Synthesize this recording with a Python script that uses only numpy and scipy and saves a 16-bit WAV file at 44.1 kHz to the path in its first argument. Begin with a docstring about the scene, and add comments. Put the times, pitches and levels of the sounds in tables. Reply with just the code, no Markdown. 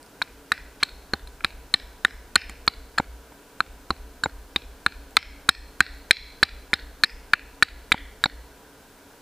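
"""A hatchet stuck in a stick of kindling is knocked on a stump in a forest, about three blows a second.
Each blow is one to three quick contacts, made of decaying sine modes of wood and steel; loud ones overload.
The loosened blade rings on and split pieces drop; faint ticks and scrapes are short rings and band noise.
Trunks send back echoes (convolution with sparse noise), the soil carries a late low shudder to the
microphone stand, and shaped noise makes a soft wash of forest air, with amplifier hiss."""
import sys
import numpy as np
from scipy import signal
from scipy.fft import rfft, irfft
from scipy.io import wavfile

SR = 44100
rng = np.random.default_rng(int(sys.argv[2]) if len(sys.argv) > 2 else 0)


def store_pcm(level_fs):
    """Save levels as 16-bit WAV."""
    pcm = np.round(np.clip(level_fs, -1, 1) * 32767).astype(np.int16)
    wavfile.write(sys.argv[1], SR, np.atleast_2d(pcm).T)


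def boost(x):
    """Linear amplitude factor 10**(x/20) for a level x in decibels (scalar or array-like)."""
    u = np.asarray(x, float) / 20
    return 10 ** u


N = 406161

# air wash: frequency_hz, relative_density_db
AIR_SPECTRUM = [(12, -64), (20, 6), (119, -0.5), (289, -1), (323, -3), (392, -2.5), (595, -2), (703, -1.5),
                (1010, -7.5), (1910, -13.5), (2260, -11.5), (4290, -15), (15400, -22.5)]
# hollow notes in the air: centre_hz, width_hz, added_db
AIR_NOTES = [(281, 22, 8), (439, 80, 2.5), (970, 50, 3.5), (1540, 360, 6)]
AIR_RMS_DB, HISS_RMS_DB = -50.5, -58

# soil waves: frequency_hz, level_db, t60_s, travel_s
SOIL_WAVES = [(61.4, 0.9, 0.63, 0.053), (52.9, -9.2, 0.9, 0.0681), (40.2, 0.2, 0.62, 0.0653),
              (28.2, 4.8, 0.45, 0.0801), (23.1, -13.5, 2.0, 0.0811), (59.2, 12.0, 0.38, 0.0765)]
# the shudder levels off once the weight passes what the soil yields to
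SHUDDER_DB, SOIL_YIELDS_DB = -37.5, -25

# near trunks: delay_s, level_db
TRUNK_ECHOES = [(0.019, -23), (.059, -26), (.086, -42.5)]
# reflection colour of bark and needles: frequency_hz, gain_db
BARK_COLOUR = [(500, -22.5), (1200, -11.5), (1700, -1), (2400, 4.5), (3200, 0), (3800, -1.5), (4300, 2.5),
               (5300, -2), (6200, -7.5), (8200, -5.5), (11000, -27)]
ECHO_SMEAR_S = 0.0016
SCATTER_DB, SCATTER_T60_S = -57.5, 0.7   # many far trunks

# faint ticks from the fire: start_s, level_db, pitch_hz
FIRE_TICKS = [(0.029, -37, 4970), (.063, -41.5, 5200), (2.082, -28, 1700), (2.667, -34, 7500),
              (5.109, -44, 7600), (5.938, -50, 7000), (5.948, -53, 6500), (5.985, -48, 7500)]
# stick slides on the stump: start_s, end_s, level_db
STICK_SCRAPES = [(0.799, 0.826, -38.5), (8.215, 8.234, -45)]

# nearly loose blade is set ringing: start_s, level_db
LOOSE_HITS = [(2.984, -35), (4.238, -28), (7.923, -40), (8.240, -32.5)]
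# loose blade modes: frequency_hz, level_db, t60_s
LOOSE_MODES = [(3790, -6.5, 0.16), (7340, 2.5, 0.053)]
# split piece drops on the stump, sometimes the hatchet after it: start_s, level_db, weight_db
PIECE_DROPS = [(2.999, -14, -24), (3.321, -42.5, -69), (4.2587, -17, -21.5), (7.9433, -20, -51.5),
               (8.258, -14.5, -31)]
# split piece modes: frequency_hz, level_db, t60_s
PIECE_MODES = [(242, 10, 0.011), (583, 1.5, 0.017), (854, 13.5, 0.0093), (1400, 2, 0.015), (2170, 0, 0.014),
               (3950, -5.5, 0.0077)]

# stick modes: stick_pitch_ratio, level_db, t60_s (before damping)
STICK_MODES = [(0.761, -19.5, 0.036), (0.932, 0.5, 0.016), (1.07, 6, 0.012)]
# stick overtones: frequency_hz, level_db, t60_s (before damping)
OVERTONE_MODES = [(2080, -1.5, 0.0089), (2316, 1, 0.0093), (2910, -14, 0.0081)]
# blade modes: blade_pitch_ratio, level_db, t60_s (before damping)
BLADE_MODES = [(.87, -5.5, 0.0085), (.96, 1.5, 0.012), (1.04, 2, 0.013), (1.25, -21, 0.026)]
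# contact crack: frequency_hz, level_db, t60_s
CRACK_MODES = [(3066, -31.5, 0.00075), (6100, -23, 0.0014), (7134, 0.5, 0.0023), (7940, -13, 0.012),
               (9320, -7, 0.01), (11320, -7.5, 0.003), (14800, -25, 0.0065)]
# blade edge, sent sideways to the trunks only: frequency_hz, level_db, t60_s
EDGE_MODES = [(4700, -7, .003), (5200, -2, .007)]
# hollow note of the weight: frequency_hz, level_db, t60_s
HOLLOW_MODES = [(785, 1, 0.047)]
# stump body: frequency_hz, level_db, t60_s
STUMP_MODES = [(222, -1.5, 0.032), (331.6, 0, 0.024), (444, 2.5, 0.012)]
# stump roots: frequency_hz, level_db, t60_s
ROOT_MODES = [(72.4, 3, 0.094), (143, 2, 0.028)]
# stick lands on the stump: start_s, level_db, pitch_hz, overtones_re_stick_db, weight_db
STICK_LANDINGS = [(0.2168, -11.5, 1370, -3, -36.5), (0.5186, -4, 1610, -5, -28.5),
                  (.8286, -9, 1550, -1, -28), (1.135, -7, 1395, -19, -18), (1.407, -32.5, 1500, 2, -49),
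                  (1.44, -26, 1510, 0, -50), (1.4462, -14, 1510, 3.5, -23), (1.7425, -6, 1606, -11, -26),
                  (2.0494, -2, 1630, -21.5, -23), (2.3566, -7.5, 1600, 2.5, -54),
                  (2.36, -3, 1666, 7, -18.5), (2.4962, -27, 1060, 0.5, -37), (2.677, -6, 1470, -5, -23.5),
                  (2.9785, -15, 1430, -11, -49), (2.9828, -5.5, 1445, -7, -30.5),
                  (3.6045, -7.5, 1400, -7, -27.5), (3.9051, -9, 1180, -7.5, -17),
                  (4.2363, -12.5, 1370, -15, -31), (4.56, -13, 1510, 2.5, -23.5),
                  (4.8634, -5.5, 1580, 1, -21.5), (5.1692, -3.5, 1433, 8.5, -21.5),
                  (5.4884, -10.5, 1570, -10, -61), (5.49, -2.5, 1542, -3, -19),
                  (5.8058, 2, 1680, -4.5, -17.5), (6.1091, -6.5, 1707, 10.5, -27),
                  (6.4288, -2, 1594, -4, -18), (6.7323, -6.5, 1620, 2, -20),
                  (7.0366, -2.5, 1616, -1, -27.5), (7.0424, -22, 1560, 11, -28), (7.3352, -1, 1580, 0, -31),
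                  (7.625, -0.5, 1640, 2.5, -22.5), (7.919, -2, 1576, 4, -20.5),
                  (8.2391, -6.5, 1574, -22, -27.5)]
# head jolts in the split, mostly close to a landing, once a faint tap between blows:
# start_s, level_db, pitch_hz, crack_re_blade_db, edge_re_blade_db
HEAD_JOLTS = [(.221, -11.5, 4070, -8, -3), (0.5197, -8.5, 3950, -7, -1), (.832, -3, 3900, -8, -12),
              (1.1353, -11, 3940, -9, -26), (1.2732, -28.5, 4060, -6, -29), (1.4461, -8, 4000, -9, -22.5),
              (1.7395, -2.5, 3900, -9, 1), (2.0483, -9, 3580, -4.5, -4), (2.3564, 1, 4040, -4.5, 1),
              (2.4958, -34, 4350, 10, -10), (2.678, -1, 3950, -18, -27), (2.9826, -8.5, 4010, -11, -31),
              (3.6044, -14.5, 3930, -27, -19), (3.9057, -14.5, 4050, -24, -30),
              (4.2369, -12.5, 4060, -7, -17), (4.561, -6, 3820, -12.5, -7), (4.8628, -10, 3840, -8, -34),
              (5.1679, 1, 3850, -8, -0.5), (5.4908, 3.5, 4090, -6.5, -6.5), (5.8052, -4, 3980, -2, -1),
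              (6.1096, 9, 4070, -11.5, -8), (6.4319, 2.5, 4155, -11.5, -19),
              (6.737, -3.5, 3970, -12.5, -11), (7.0361, -3, 4020, -10, -11), (7.0422, -7, 4050, -8.5, 2),
              (7.334, -5, 3950, -15, -16), (7.6279, -0.5, 4140, -5.5, -10), (7.922, -1, 3790, -9.5, -11),
              (8.2393, -4.5, 3980, -9.5, -21), (8.2571, -10.5, 4130, -18, -19)]
# each part also stirs the other a little
JOLT_STICK_DB, JOLT_OVERTONE_DB, LANDING_CRACK_DB = -11.5, -9.5, -17.5
HOLLOW_RE_WEIGHT_DB = -8
PUSH_DB, PUSH_GROWTH_DB_PER_DB = -4, 1.4   # shove into the soil: level at 0 dB weight, slope

# recorder gain control
LIMIT_DB, SQUEEZE_DB_PER_DB, ATTACK_S, RELEASE_DB_PER_S = -5, 0.48, 0.003, 29.5
CUTOFF_HZ = 15480


def read_spectrum(points, hz):
    """Interpolates dB linearly over log frequency."""
    point_hz, point_db = np.array(points).T
    return np.interp(np.log(hz), np.log(point_hz), point_db)


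def strike(hits, modes, rise_s, pitch_hz=1, damping=1, chatter=0.29):
    """Each hit (s, dB) rings all modes, randomly off in level and pitch; contact builds up over rise_s."""
    length = 3072
    out, t = np.zeros(N + length), np.arange(length) / SR
    hz, level_db, t60_s = np.array(modes).T[:, :, None]
    spread_db, detune = 1.5, 0.015
    chance = rng.standard_normal((len(hits), 2, len(modes), 1))
    # crushing fibres: weaker touches follow the first for a few ms; unit energy in all
    touched = rng.random((len(hits), 200)) < 0.06
    touches = chatter * rng.standard_normal((len(hits), 200)) * touched
    touches = touches * np.exp(-t[:200] / 0.0015)
    touches[:, 0] = 1
    touches = touches / np.sqrt(np.sum(touches ** 2, axis=1, keepdims=True))
    scales = pitch_hz * np.ones(len(hits))
    for (s, db), luck, scale, touch in zip(hits, chance, scales, touches):
        envelope = boost(db + level_db + spread_db * luck[0] - 60 * damping * t / t60_s)
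        ring = envelope * np.sin(2 * np.pi * scale * hz * (1 + detune * luck[1]) * t)
        contact = ring.sum(axis=0) * (1 - np.exp(-t / rise_s))
        at = round(s * SR)
        out[at:at + length] += np.convolve(contact, touch)[:length]
    return out[:N]


def weights():
    """(s, dB) of every load that the stump takes."""
    return np.array([(row[0], row[-1]) for row in STICK_LANDINGS + PIECE_DROPS])


def air():
    """Smooth noise, falling to the treble, with a few resonant hollow notes."""
    hz = np.maximum(np.arange(N // 2 + 1) * SR / N, 10)
    colour = boost(read_spectrum(AIR_SPECTRUM, hz))
    for centre_hz, width_hz, db in AIR_NOTES:
        colour = colour * (1 + boost(db) / (1 + (2 * (hz - centre_hz) / width_hz) ** 2))
    wash = irfft(rfft(rng.standard_normal(N)) * colour, N)
    return boost(AIR_RMS_DB) * wash / np.std(wash)


def ground():
    """Slow soil waves arrive late and shake the stand in the same pattern after every blow."""
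    t = np.arange(SR) / SR
    wave = np.zeros(SR)
    for hz, db, t60_s, travel_s in SOIL_WAVES:
        since = np.maximum(t - travel_s, 0)
        swell = 1 - np.exp(-since / 0.033)
        wave += boost(db - 60 * since / t60_s) * np.sin(2 * np.pi * hz * since) * swell
    blows = np.zeros(N)
    for s, weight_db in weights():
        blows[round(s * SR)] += boost(SHUDDER_DB) / np.sqrt(1 + boost(2 * (SOIL_YIELDS_DB - weight_db)))
    return signal.fftconvolve(blows, wave)[:N]


def forest(x):
    """A few distinct trunk echoes plus a dying cloud of sparse ones, coloured by the bark."""
    t = np.arange(SR // 2) / SR
    # exponential spread in dB makes the cloud sparse
    sparse_db = 4.04 * np.minimum(rng.exponential(1, len(t)), 3.5)
    cloud = rng.standard_normal(len(t)) * boost(sparse_db)
    trunks = cloud * boost(SCATTER_DB - 60 * t / SCATTER_T60_S) * np.clip(t / 0.002, 0, 1)
    for delay_s, db in TRUNK_ECHOES:
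        # a rough trunk smears its echo
        smear = rng.standard_normal(600) * np.exp(-t[:600] / ECHO_SMEAR_S)
        at = round(delay_s * SR)
        trunks[at:at + 600] += boost(db) * smear / np.sqrt(np.sum(smear ** 2))
    hz = np.maximum(np.arange(len(t) // 2 + 1) * SR / len(t), 10)
    trunks = irfft(rfft(trunks) * boost(read_spectrum(BARK_COLOUR, hz)), len(t))
    return signal.fftconvolve(x, trunks)[:N]


def fire_ticks():
    """Each tick rings two short modes for a few cycles."""
    ticks = np.array(FIRE_TICKS)
    modes = [(0.96, 1, 0.0052), (1.8, 3, 0.0027)]   # pitch_ratio, level_db, t60_s
    return strike(ticks[:, :2], modes, 0.0001, ticks[:, 2])


def scrapes():
    """Friction of the stick on the stump: rough noise in the middle band."""
    band = signal.butter(2, [900, 3600], "band", fs=SR, output="sos")
    rough = signal.sosfilt(band, rng.standard_normal(N))
    t, out = np.arange(N) / SR, np.zeros(N)
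    for start_s, end_s, db in STICK_SCRAPES:
        gate = np.interp(t, [start_s, start_s + 0.0056, end_s, end_s + 0.002], [0, 1, 1, 0])
        out += boost(db) * rough * gate
    return out


def splitting():
    """The loosened blade rings; each piece drop damps it within ms and rings the piece."""
    ring = strike(LOOSE_HITS, LOOSE_MODES, 0.00057, chatter=0)
    t = np.arange(N) / SR
    for s, _, _ in PIECE_DROPS:
        stopped = (t > s) & (t < s + 0.1)
        ring = ring * np.where(stopped, np.exp(-np.abs(t - s) / 0.002), 1)
    return ring - strike(np.array(PIECE_DROPS)[:, :2], PIECE_MODES, 0.00089, chatter=0.17)


def knocks(damping, sideways):
    """Landings ring the wood, head jolts the steel, both within about a ms; weight goes into the stump."""
    land_s, stick_db, stick_hz, overtone_db, weight_db = np.transpose(STICK_LANDINGS)
    jolt_s, blade_db, blade_hz, crack_db, edge_db = np.transpose(HEAD_JOLTS)
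    both_s = np.r_[land_s, jolt_s]
    # a jolt stirs the stick at the pitch of the nearest landing
    nearest = np.abs(jolt_s[:, None] - land_s).argmin(axis=1)
    grip_hz = np.r_[stick_hz, stick_hz[nearest]]

    stick_hits = np.c_[both_s, np.r_[stick_db, blade_db + JOLT_STICK_DB]]
    overtone_hits = np.c_[both_s, np.r_[stick_db + overtone_db, blade_db + JOLT_OVERTONE_DB]]
    crack_hits = np.c_[both_s, np.r_[stick_db + LANDING_CRACK_DB, blade_db + crack_db]]
    out = strike(stick_hits, STICK_MODES, 0.00062, grip_hz, damping, chatter=0.42)
    out += strike(overtone_hits, OVERTONE_MODES, 0.00039, damping=damping, chatter=0.58)
    out += strike(np.c_[jolt_s, blade_db], BLADE_MODES, 0.00068, blade_hz, damping, chatter=0.93)
    out += strike(crack_hits, CRACK_MODES, 0.00012, chatter=0.93)
    if sideways:
        return out + strike(np.c_[jolt_s, blade_db + edge_db], EDGE_MODES, 0.00031)

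    loads = weights()
    pushes = loads * [1, PUSH_GROWTH_DB_PER_DB] + [0, PUSH_DB]
    out += strike(np.c_[land_s, weight_db + HOLLOW_RE_WEIGHT_DB], HOLLOW_MODES, 0.0006, chatter=0)
    out += strike(loads, STUMP_MODES, 0.00068, chatter=0)
    out += strike(pushes, ROOT_MODES, 0.0023, chatter=0)
    return out


def scene():
    """One microphone feeds both channels; the trunks get a drier, less ringing side of each blow."""
    background = air() + ground()
    returned = forest(knocks(damping=2.7, sideways=True))
    details = fire_ticks() + scrapes() + splitting()
    direct = knocks(damping=1, sideways=False)
    return np.tile(background + returned + details + direct, (2, 1))


def gain_control(x):
    """Peaks over the limit pull the gain down with a lag; it climbs back steadily in dB."""
    peak_db = 20 * np.log10(np.abs(x).max(axis=0) + 1e-9)
    over_db = np.maximum(peak_db - LIMIT_DB, 0)
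    ramp_db = RELEASE_DB_PER_S * np.arange(N) / SR
    held_db = np.maximum.accumulate(SQUEEZE_DB_PER_DB * over_db + ramp_db) - ramp_db
    lag = np.exp(-1 / (ATTACK_S * SR))
    return x * boost(-signal.lfilter([1 - lag], [1, -lag], held_db))


def roll_off(x):
    """The treble ends steeply here."""
    return signal.sosfilt(signal.butter(12, 16390, fs=SR, output="sos"), x)


def record(dry):
    """Hiss per channel, gain control, a steep top cut, then hard overload at full scale."""
    hiss = boost(HISS_RMS_DB) * rng.standard_normal((2, N))
    levelled = gain_control(dry + hiss)
    top_cut = signal.ellip(10, 0.5, 50, CUTOFF_HZ, fs=SR, output="sos")
    mix = np.clip(signal.sosfilt(top_cut, levelled), -1, 1)
    return roll_off(mix)


dry = scene()
out = record(dry)
store_pcm(out)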